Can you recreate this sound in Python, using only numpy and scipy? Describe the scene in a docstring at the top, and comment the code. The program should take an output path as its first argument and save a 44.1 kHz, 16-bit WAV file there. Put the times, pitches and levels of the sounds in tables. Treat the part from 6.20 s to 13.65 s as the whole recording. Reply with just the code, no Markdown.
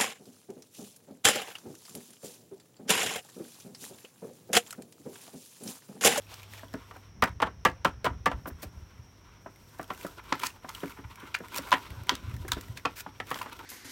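"""Handling a cardboard doll box

Close up, a box with a plastic window slides off a table, is tapped with fingernails and picked open.
Each nail ticks on the window and knocks the hollow box, rattling its loose contents. Fingers rub and
bend the card; the window crinkles, snaps and creaks. The small, damped room hums and hisses faintly."""
import sys
import numpy as np
from scipy import signal
from scipy.fft import rfft, irfft, next_fast_len
from scipy.io import wavfile
from scipy.ndimage import uniform_filter1d

SR = 44100
rng = np.random.default_rng(int(sys.argv[2]) if len(sys.argv) > 2 else 0)


def dump_mix(stems):
    """Bounce the given channels to the path in sys.argv[1] as a 16-bit WAV at rate SR."""
    frames = np.atleast_2d(stems).T  # one column per channel
    limited = np.clip(frames, -1, 1)  # hard clip at full scale
    pcm = np.round(limited * 32767).astype(np.int16)
    wavfile.write(sys.argv[1], SR, pcm)


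N = 328545


def from_db(db):
    """Turn decibels into a gain."""
    return 10 ** (np.asarray(db) / 20)


def rms_one(x):
    """Scale a sound to an average strength (rms) of 1."""
    return x / np.sqrt(np.mean(x ** 2) + 1e-20)


def lasting(x, seconds):
    """Give a burst the energy of a sound of rms 1 held for that long."""
    return x * np.sqrt(seconds * SR / (np.sum(x ** 2) + 1e-20))


def in_time(rows):
    """Join timed points with straight lines: one curve for each column after the time."""
    times, *columns = np.transpose(rows)
    return [np.interp(np.arange(N) / SR, times, column) for column in columns]


def add(out, start, x):
    """Mix a sound in at a start time in seconds."""
    i = max(round(start * SR), 0)
    out[i:i + len(x)] += x[:N - i]


def cut(x, hz, kind, order=2):
    """Keep the lows, the highs or a band of a sound."""
    sos = signal.butter(order, np.minimum(hz, SR / 2 - 100), kind, fs=SR, output="sos")
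    return signal.sosfilt(sos, x + 1e-18)


def coloured(x, spectrum):
    """Shape the tone of a noise with (f/Hz, level/dB) points; rms 1."""
    hz, db = np.transpose(spectrum)
    size = next_fast_len(len(x))
    bins = np.maximum(np.fft.rfftfreq(size, 1 / SR), 1)
    gain = from_db(np.interp(np.log(bins), np.log(hz), db))
    return rms_one(irfft(rfft(x, size) * gain, size)[:len(x)])


def evened(x):
    """Flatten the tone of a burst, so that it drives all resonances alike."""
    spectrum = rfft(x, 2 * len(x))
    smooth_power = uniform_filter1d(np.abs(spectrum) ** 2, round(500 * len(x) / SR))
    return irfft(spectrum / np.sqrt(smooth_power + 1e-12))[:len(x)]


def resonance(x, hz, width):
    """Ring at one pitch; the smaller the width in Hz, the longer the ring."""
    r = np.exp(-np.pi * width / SR)
    feedback = [1, -2 * r * np.cos(2 * np.pi * hz / SR), r * r]
    return signal.lfilter(np.array([1, 0, -1]) * (1 - r * r) / 2, feedback, x + 1e-18)


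def drift(rate, size):
    """A random curve that heads for a new value `rate` times a second."""
    return np.interp(np.arange(size) * rate / SR, np.arange(size), rng.standard_normal(size))


def grit(size, spread_db):
    """The noise of many tiny contacts of uneven strength; rms 1."""
    return rms_one(rng.standard_normal(size) * from_db(spread_db * np.clip(rng.standard_normal(size), -3, 3)))


def swell_and_fade(t, rise, t60):
    """Build up for `rise` seconds, then fall by 60 dB every `t60` seconds."""
    return np.minimum(t / rise, 1) * from_db(-60 * np.maximum(t - rise, 0) / t60)


# tone of the room's air: f/Hz, level/dB
AIR_TONE = [(22, -16), (60, 1), (250, -13.5), (600, -20), (2300, -26.5), (4800, -37.5), (5600, -18.5),
            (7000, -44), (16000, -46)]
# loudness of the mains hum: t/s, level/dB
HUM_LEVELS = [(.9, -55), (3, -64), (7.4, -59)]

def background(air_db=-56.5, hum_hz=100.15):
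    """Low room noise, a narrow band of hiss and the mains hum."""
    hum_db, = in_time(HUM_LEVELS)
    hum = np.sqrt(2) * np.sin(2 * np.pi * hum_hz * np.arange(N) / SR)
    return from_db(air_db) * coloured(rng.standard_normal(N), AIR_TONE) + from_db(hum_db) * hum


# pitches at which the whole box rings: f/Hz, width/Hz, level/dB
BOX_MODES = [(128, 152, 1.5), (295, 156, 9.5), (531, 175, 5.5), (727, 47, 4), (962, 101, 1),
             (1516, 462, 0.5), (1673, 372, 2.5), (2230, 860, -14), (2940, 730, -14.5)]

def box(force, stiffness):
    """The hollow box rings; a stiffer grip raises all its pitches."""
    return sum((-1) ** k * from_db(db) * resonance(force, hz * stiffness, width)
               for k, (hz, width, db) in enumerate(BOX_MODES))


# pitches at which the window rings: f/Hz, width/Hz, level/dB
WINDOW_MODES = [(946, 110, 2), (1400, 177, -1.5), (2110, 400, -8.5), (3460, 1200, -24.5)]

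def window(force, stiffness=1):
    """The taut plastic window rings, higher when it is pulled tighter."""
    return sum((-1) ** k * from_db(db) * resonance(force, hz * stiffness, width)
               for k, (hz, width, db) in enumerate(WINDOW_MODES))


# steady friction on the box: t/s, rub strength/dB, skin hiss/dB
STEADY_FRICTION = [(0, -61.5, -62.5), (.4, -51.5, -64), (.8, -61, -68.5), (.92, -72, -83),
                   (1.9, -64.5, -92), (2.3, -61.5, -67.5), (3.1, -63, -76), (3.38, -64.5, -66),
                   (3.85, -49.5, -56), (4.4, -65.5, -85), (4.92, -57, -65), (5.5, -44.5, -57),
                   (5.82, -49, -63.5), (6.5, -53.5, -62), (6.92, -56, -69), (7.45, -46.5, -59)]
# a finger swipes across the card: t/s, length/s, rub strength/dB, skin hiss/dB
FINGER_SWIPES = [(0.059, 0.24, -47, -60), (0.276, 0.15, -54.5, -57), (4.029, 0.38, -46.5, -55.5),
                 (4.391, 0.44, -52.5, -56), (5.309, 0.1, -41.5, -49), (6.253, 0.079, -58, -55),
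                 (7.022, 0.27, -50, -54.5)]

def friction_levels():
    """How strong the rub and the skin hiss are: steady friction plus a swell for each swipe."""
    rub_db, hiss_db = in_time(STEADY_FRICTION)
    rub, hiss = np.zeros((2, N))
    for start, length, swipe_rub_db, swipe_hiss_db in FINGER_SWIPES:
        arch = np.sin(np.linspace(0, np.pi, round(length * SR)))
        add(rub, start, from_db(swipe_rub_db) * arch)
        add(hiss, start, from_db(swipe_hiss_db) * arch)
    return np.hypot(from_db(rub_db), rub), np.hypot(from_db(hiss_db), hiss)


FIRM_HISS_DB = -54   # skin hiss of a firm stroke; lighter strokes snag and crinkle less often
# tone of skin sliding on card: f/Hz, level/dB
SKIN_TONE = [(1500, -8), (3500, -9), (8500, -9.5), (10300, -13.5), (12500, -7.5), (16000, -14.5)]

def rubbing(rub_level, hiss_level, lift_s=0.42, snags_per_s=18, snag_s=0.002):
    """The box slides dully on the table; once lifted, catching skin rings its hollow and window."""
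    catching_db = 4 * drift(55, N)
    friction = cut(grit(N, spread_db=6), 340, "high", order=1) * from_db(catching_db)
    grip = np.pi / 2 * drift(9.4, N)   # blends between an easy and a tight grip
    held = rms_one(window(friction * np.cos(grip)) + window(friction * np.sin(grip), stiffness=1.07))
    held += from_db(-4) * rms_one(resonance(friction, *BOX_MODES[1][:2]))   # the hollow
    sliding = rms_one(resonance(friction, hz=620, width=1240))
    rasp = from_db(-7) * rms_one(cut(friction, [1900, 3800], "band"))
    lifted = np.arange(N) / SR > lift_s
    rub = from_db(-4.5) * (np.where(lifted, held, sliding) + rasp)
    # now and then the skin snags and lets go with a tiny crackle
    firmness = np.minimum(hiss_level / from_db(FIRM_HISS_DB), 1)
    snag_starts = rng.random(N) < firmness ** 2 * snags_per_s / SR
    snags = signal.lfilter([2], [1, -np.exp(-1 / (snag_s * SR))], snag_starts)
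    hiss = coloured(grit(N, spread_db=-2.5), SKIN_TONE)
    hiss *= from_db(catching_db / 2 + 2 * drift(22, N)) + snags
    return rub_level * rub + hiss_level * hiss


def crinkles(hiss_level, most_per_s=75, t60=0.018):
    """Sliding fingers make the window crinkle: tiny clicks, a few stronger, each at its own pitch."""
    out, t = np.zeros(N), np.arange(SR // 12) / SR
    for when, pitch, size, catch in rng.random((round(most_per_s * N / SR), 4)):
        stroke = hiss_level[int(when * N)]
        if np.sqrt(catch) * from_db(FIRM_HISS_DB) > stroke:
            continue
        force = grit(len(t), spread_db=4) * from_db(-60 * t / t60)
        hz = 1000 * 3.5 ** pitch
        click = lasting(resonance(force, hz, hz / 10) + from_db(-20.5) * force, 0.01)
        add(out, when * N / SR, stroke * from_db(4 + 11 * size ** 2) * click)
    return out


# tone of a nail's hard edge: f/Hz, level/dB
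NAIL_TONE = [(1500, 15.5), (2400, 3), (5000, 4.5), (8500, 1.5), (10300, -3), (16000, -3.5)]

def nail_contact(force, crack_db, span, crack_hz):
    """A hard edge makes a fine treble and a lower crack in the stiff sheet under it."""
    treble, crack = (force * coloured(rng.standard_normal(len(force)), NAIL_TONE) for _ in range(2))
    crack = cut(crack, [1800, 5200], "band") + 2 * resonance(crack, crack_hz, width=380)
    return lasting(cut(treble, 3200, "high"), span) + from_db(crack_db) * lasting(crack, span)


def tick(crack_db, crack_hz, rise_s=0.00094):
    """A sharp click, after which the window flutters in uneven little crackles."""
    t = np.arange(SR // 8) / SR
    flutter = from_db(-22 + 5 * np.minimum(drift(400, len(t)), 2))
    force = swell_and_fade(t, rise_s, t60=0.014) + flutter * swell_and_fade(t, rise_s, t60=0.18)
    return nail_contact(force, crack_db, span=0.01, crack_hz=crack_hz)


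# the window or the flap springs loose: t/s, treble level/dB, crack above the treble/dB
SPRING_SNAPS = [(.14, -45.5, -17), (0.538, -51, -3.5), (4.125, -53, 27), (4.267, -33, -25),
                (4.491, -42, -16), (5.382, -34, -15), (5.517, -45, 14), (5.893, -33.5, 12.5),
                (5.952, -43, 1.5), (6.3181, -30.5, 4.5), (6.41, -46, -21), (6.655, -53.5, 22),
                (7.143, -47, 7), (7.216, -56.5, 16.5)]

def snaps():
    """Clicks of window and flap; a heavier crack comes from a wider patch, so it sounds lower."""
    out = np.zeros(N)
    for start, db, crack_db in SPRING_SNAPS:
        add(out, start, from_db(db) * tick(crack_db, crack_hz=3780 - 52 * crack_db))
    return out


def blow(panel_hz, thud_db, edge_db, body_t60, rattle_db, rattle_t60,
         contact_s=0.0012, ring_db=-6.5, low_hz=450):
    """A hit shakes the box and rings the struck panel; doll and tray chatter against it."""
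    t = np.arange(SR // 4) / SR
    chatter = grit(len(t), spread_db=2.5)
    stiffness = 1 + 0.12 * (rng.random() - 0.5)   # the grip varies from hit to hit
    rattle = from_db(rattle_db + 13.5 * np.minimum(drift(116, len(t)), 1))
    rattle *= swell_and_fade(t, contact_s, rattle_t60)
    thud_force, body_force, edge_force = (
        evened(chatter * (swell_and_fade(t, contact_s, t60) + rattle)) for t60 in (0.088, body_t60, 0.038))
    overtone = from_db(-0.5) * resonance(body_force, 1.527 * panel_hz, width=450)
    panel = resonance(body_force, panel_hz, width=450) - overtone
    # four parts: low thud, hollow middle, clear ring and bright edge
    thud = cut(box(thud_force, stiffness), [100, 480], "band")
    body = cut(box(body_force, stiffness) + from_db(-1) * panel, [low_hz, 2700], "band")
    ring = np.sin(2 * np.pi * panel_hz * t) * swell_and_fade(t, contact_s, t60=0.044)
    edge = cut(box(edge_force, stiffness), 2700, "high", order=4)
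    parts = (thud_db, thud), (0, body), (ring_db, ring), (edge_db, edge)
    return sum(from_db(db) * lasting(part, 0.03) for db, part in parts)


# the box bumps against hand and table: t/s, level/dB, struck panel f/Hz
BOX_BUMPS = [(0.431, -50, 636), (.539, -39, 490), (0.71, -50.5, 1186), (0.76, -51, 770),
             (2.256, -40.5, 910), (2.274, -44, 528), (2.3, -49.5, 590), (2.429, -44, 626), (3.26, -45, 687),
             (3.594, -38.5, 715), (3.702, -35.5, 1115), (3.847, -39, 563), (4.1216, -28.5, 950),
             (4.444, -45, 726), (4.632, -37.5, 471), (4.787, -52.5, 343), (5.029, -53.5, 322),
             (5.203, -46, 483), (5.387, -42.5, 538), (5.525, -31, 1566), (5.537, -35, 1610),
             (5.918, -43, 400), (6.247, -49.5, 375), (6.318, -40, 975), (6.366, -44.5, 394),
             (6.651, -28, 1120), (6.862, -43.5, 847), (7, -37.5, 1306), (7.112, -33, 1145),
             (7.156, -43, 1067), (7.259, -43.5, 1063)]

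def knocks(middle_hz=990, middle_db=-56):
    """Small, stiff panels knock higher and shorter, with less thud and more edge than broad ones."""
    out = np.zeros(N)
    for start, db, panel_hz in BOX_BUMPS:
        octaves = np.log2(panel_hz / middle_hz)
        thud_db = -6.5 - 8 * octaves + 0.1018 * (db - middle_db)   # louder bumps thud more
        knock = blow(panel_hz, thud_db, edge_db=-16 + 24 * octaves,
                     body_t60=min(50 / panel_hz, 0.044), rattle_db=-27, rattle_t60=0.073)
        add(out, start, from_db(db) * knock)
    return out


# nails land on the window: t/s, level/dB, contact/s, struck panel f/Hz, tick above the level/dB
NAIL_TAPS = [(1.022, -21.5, 0.0047, 1202, -16), (1.038, -31.5, 0.00026, 1560, -4.5),
             (1.072, -41, .004, 1060, -38), (1.2011, -36, 0.00071, 1110, -41),
             (1.219, -23, 0.0078, 850, -20), (1.26, -39, 0.012, 1093, -38),
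             (1.45, -20, 0.0049, 1158, -12.5), (1.647, -21, 0.0042, 953, -17.5),
             (1.8439, -30.5, 0.0033, 513, -11.5), (1.853, -26, 0.012, 1005, -17),
             (2.0578, -23.5, 0.0051, 1155, -15), (2.1143, -37, 0.0011, 720, -26)]

def taps():
    """Each nail ticks on the window and knocks the hand-held box."""
    out = np.zeros(N)
    for start, db, contact_s, panel_hz, tick_db in NAIL_TAPS:
        knock = blow(panel_hz, thud_db=-6.5, edge_db=-12, body_t60=0.048,
                     rattle_db=-25.5, rattle_t60=0.18, contact_s=contact_s)
        add(out, start, from_db(db) * knock)
        add(out, start, from_db(db + tick_db) * tick(crack_db=4, crack_hz=2480))
    return out


# a panel gives way with a single thump: t/s, level/dB
PANEL_THUMPS = [(1.031, -32.5), (1.915, -31.5), (2.152, -33), (2.8, -40), (4.856, -38.5), (6.09, -32.5),
                (6.143, -30), (6.207, -36), (6.338, -35.5), (6.505, -34)]
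# the hand kneads the box while tapping and prying: start t/s, end t/s, thump level/dB
KNEADING = [(1.047, 2.6, -41), (5.701, 6.4, -37.5)]

def flexing(low_hz=55, high_hz=115, width_s=0.0055, thumps_per_s=17):
    """Broad panels bend under the fingers in soft, low thumps, each with a faint rumble of the grip."""
    out, t = np.zeros(N), np.arange(-SR // 4, SR // 4) / SR
    kneads = [(slot + rng.random() / thumps_per_s, db)
              for start, end, db in KNEADING for slot in np.arange(start, end, 1 / thumps_per_s)]
    for centre, db in list(PANEL_THUMPS) + kneads:
        pitch, phase = rng.random(2)
        hz = low_hz * (high_hz / low_hz) ** pitch
        thump = np.sqrt(2) * np.sin(2 * np.pi * (hz * t + phase)) * np.exp(-(t / width_s) ** 2 / 2)
        rumble = rms_one(cut(rng.standard_normal(len(t)), [40, 160], "band"))
        rumble *= from_db(-16) * np.exp(-(t / (10 * width_s)) ** 2 / 2)
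        add(out, centre + t[0], from_db(db) * (thump + rumble))
    return out


# a nail or a card edge scrapes: t/s, length/s, treble level/dB, rasp above the treble/dB
EDGE_SCRAPES = [(2.268, 0.018, -53, -13), (2.419, 0.016, -45, -6.5), (4.233, 0.0045, -36.5, 5),
                (4.248, 0.018, -38.5, -1.5), (5.142, 0.0071, -42.5, 16), (5.368, 0.0089, -36.5, -6),
                (6.569, 0.0066, -44, 3), (6.756, 0.053, -46, -4)]

def scrapes(sheen_hz=11500, ping_hz=2400):
    """An edge drags in tiny slips, then lets go; a hard rasp pings the window, a light one hisses."""
    out, t = np.zeros(N), np.arange(SR // 8) / SR
    for start, length, db, rasp_db in EDGE_SCRAPES:
        slips = from_db(3 * drift(900, len(t)))
        force = np.sqrt(swell_and_fade(t, length, 0.022)) * slips
        grain = force * rng.standard_normal(len(t))
        sheen = from_db(-6 - 1.2 * rasp_db) * lasting(cut(grain, sheen_hz, "high", order=4), length)
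        ping = from_db(rasp_db - 3) * lasting(resonance(grain, ping_hz, width=200), length)
        add(out, start, from_db(db) * (nail_contact(force, rasp_db, length, ping_hz) + sheen + ping))
    return out


# the window creaks under a finger: t/s, length/s, level/dB
WINDOW_CREAKS = [(3.981, 0.019, -45.5), (4.487, 0.015, -41), (4.515, 0.066, -60), (4.762, 0.039, -52),
                 (4.838, 0.015, -48.5), (4.972, 0.11, -51.5), (5.234, 0.031, -49), (5.319, 0.047, -46.5),
                 (5.478, 0.035, -51.5), (7.391, 0.02, -44)]

def creaks(slips_per_s=300, drag_db=-21, release_t60=0.02):
    """A finger shifts its hold: a short run of uneven slips rings the window."""
    out, t = np.zeros(N), np.arange(SR // 5) / SR
    for start, length, db in WINDOW_CREAKS:
        slips = rng.random(len(t)) < slips_per_s / SR
        drag = from_db(drag_db) * rng.standard_normal(len(t))
        force = (slips + drag) * from_db(-60 * np.maximum(t - length, 0) / release_t60)
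        stiffness = 1 + 0.06 * rng.uniform(-0.78, 1)
        add(out, start, from_db(db) * lasting(window(force, stiffness), length))
    return out


# the end panel buckles under the fingers: t/s, level/dB
PANEL_POPS = [(4.234, -37.5), (5.519, -28.5), (5.525, -30.5), (5.893, -34), (7.213, -44.5)]

def pops(panel_hz=1005):
    """The pressed end panel buckles and rings at its own pitch, louder than the rest of the box."""
    out = np.zeros(N)
    for start, db in PANEL_POPS:
        pop = blow(panel_hz, thud_db=-11, edge_db=-8, body_t60=0.027,
                   rattle_db=-19, rattle_t60=0.15, ring_db=4, low_hz=770)
        add(out, start, from_db(db) * pop)
    return out


def room(x, level_db=-10, t60=0.13, build_s=0.012, wall_hz=2600):
    """Dense echoes of a small furnished room; the treble dies first."""
    t = np.arange(SR // 2) / SR
    dull = cut(rng.standard_normal(len(t)), wall_hz, "low") * swell_and_fade(t, build_s, t60)
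    bright = rng.standard_normal(len(t)) * swell_and_fade(t, build_s, t60 / 2)
    echoes = np.sqrt(2 * wall_hz / SR) * lasting(dull, 1 / SR) + from_db(-9) * lasting(bright, 1 / SR)
    return from_db(level_db) * signal.fftconvolve(x, echoes)[:N]


def scene():
    """All the sounds of the box, their echoes and the room's background, in one channel."""
    rub_level, hiss_level = friction_levels()
    rustle = rubbing(rub_level, hiss_level) + crinkles(hiss_level)
    handling = taps() + knocks() + pops() + snaps() + scrapes() + creaks() + rustle + flexing()
    return (handling + room(handling) + background())[None]


def record(dry):
    """The microphone loses the deepest bass; the highest treble is cut steeply."""
    low_hz, top_hz = 29.2, 16200
    dry = cut(dry, low_hz, "high", order=3)
    return signal.sosfilt(signal.ellip(10, 0.1, 80, top_hz, fs=SR, output="sos"), dry)


dry = scene()
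out = record(dry)
dump_mix(out)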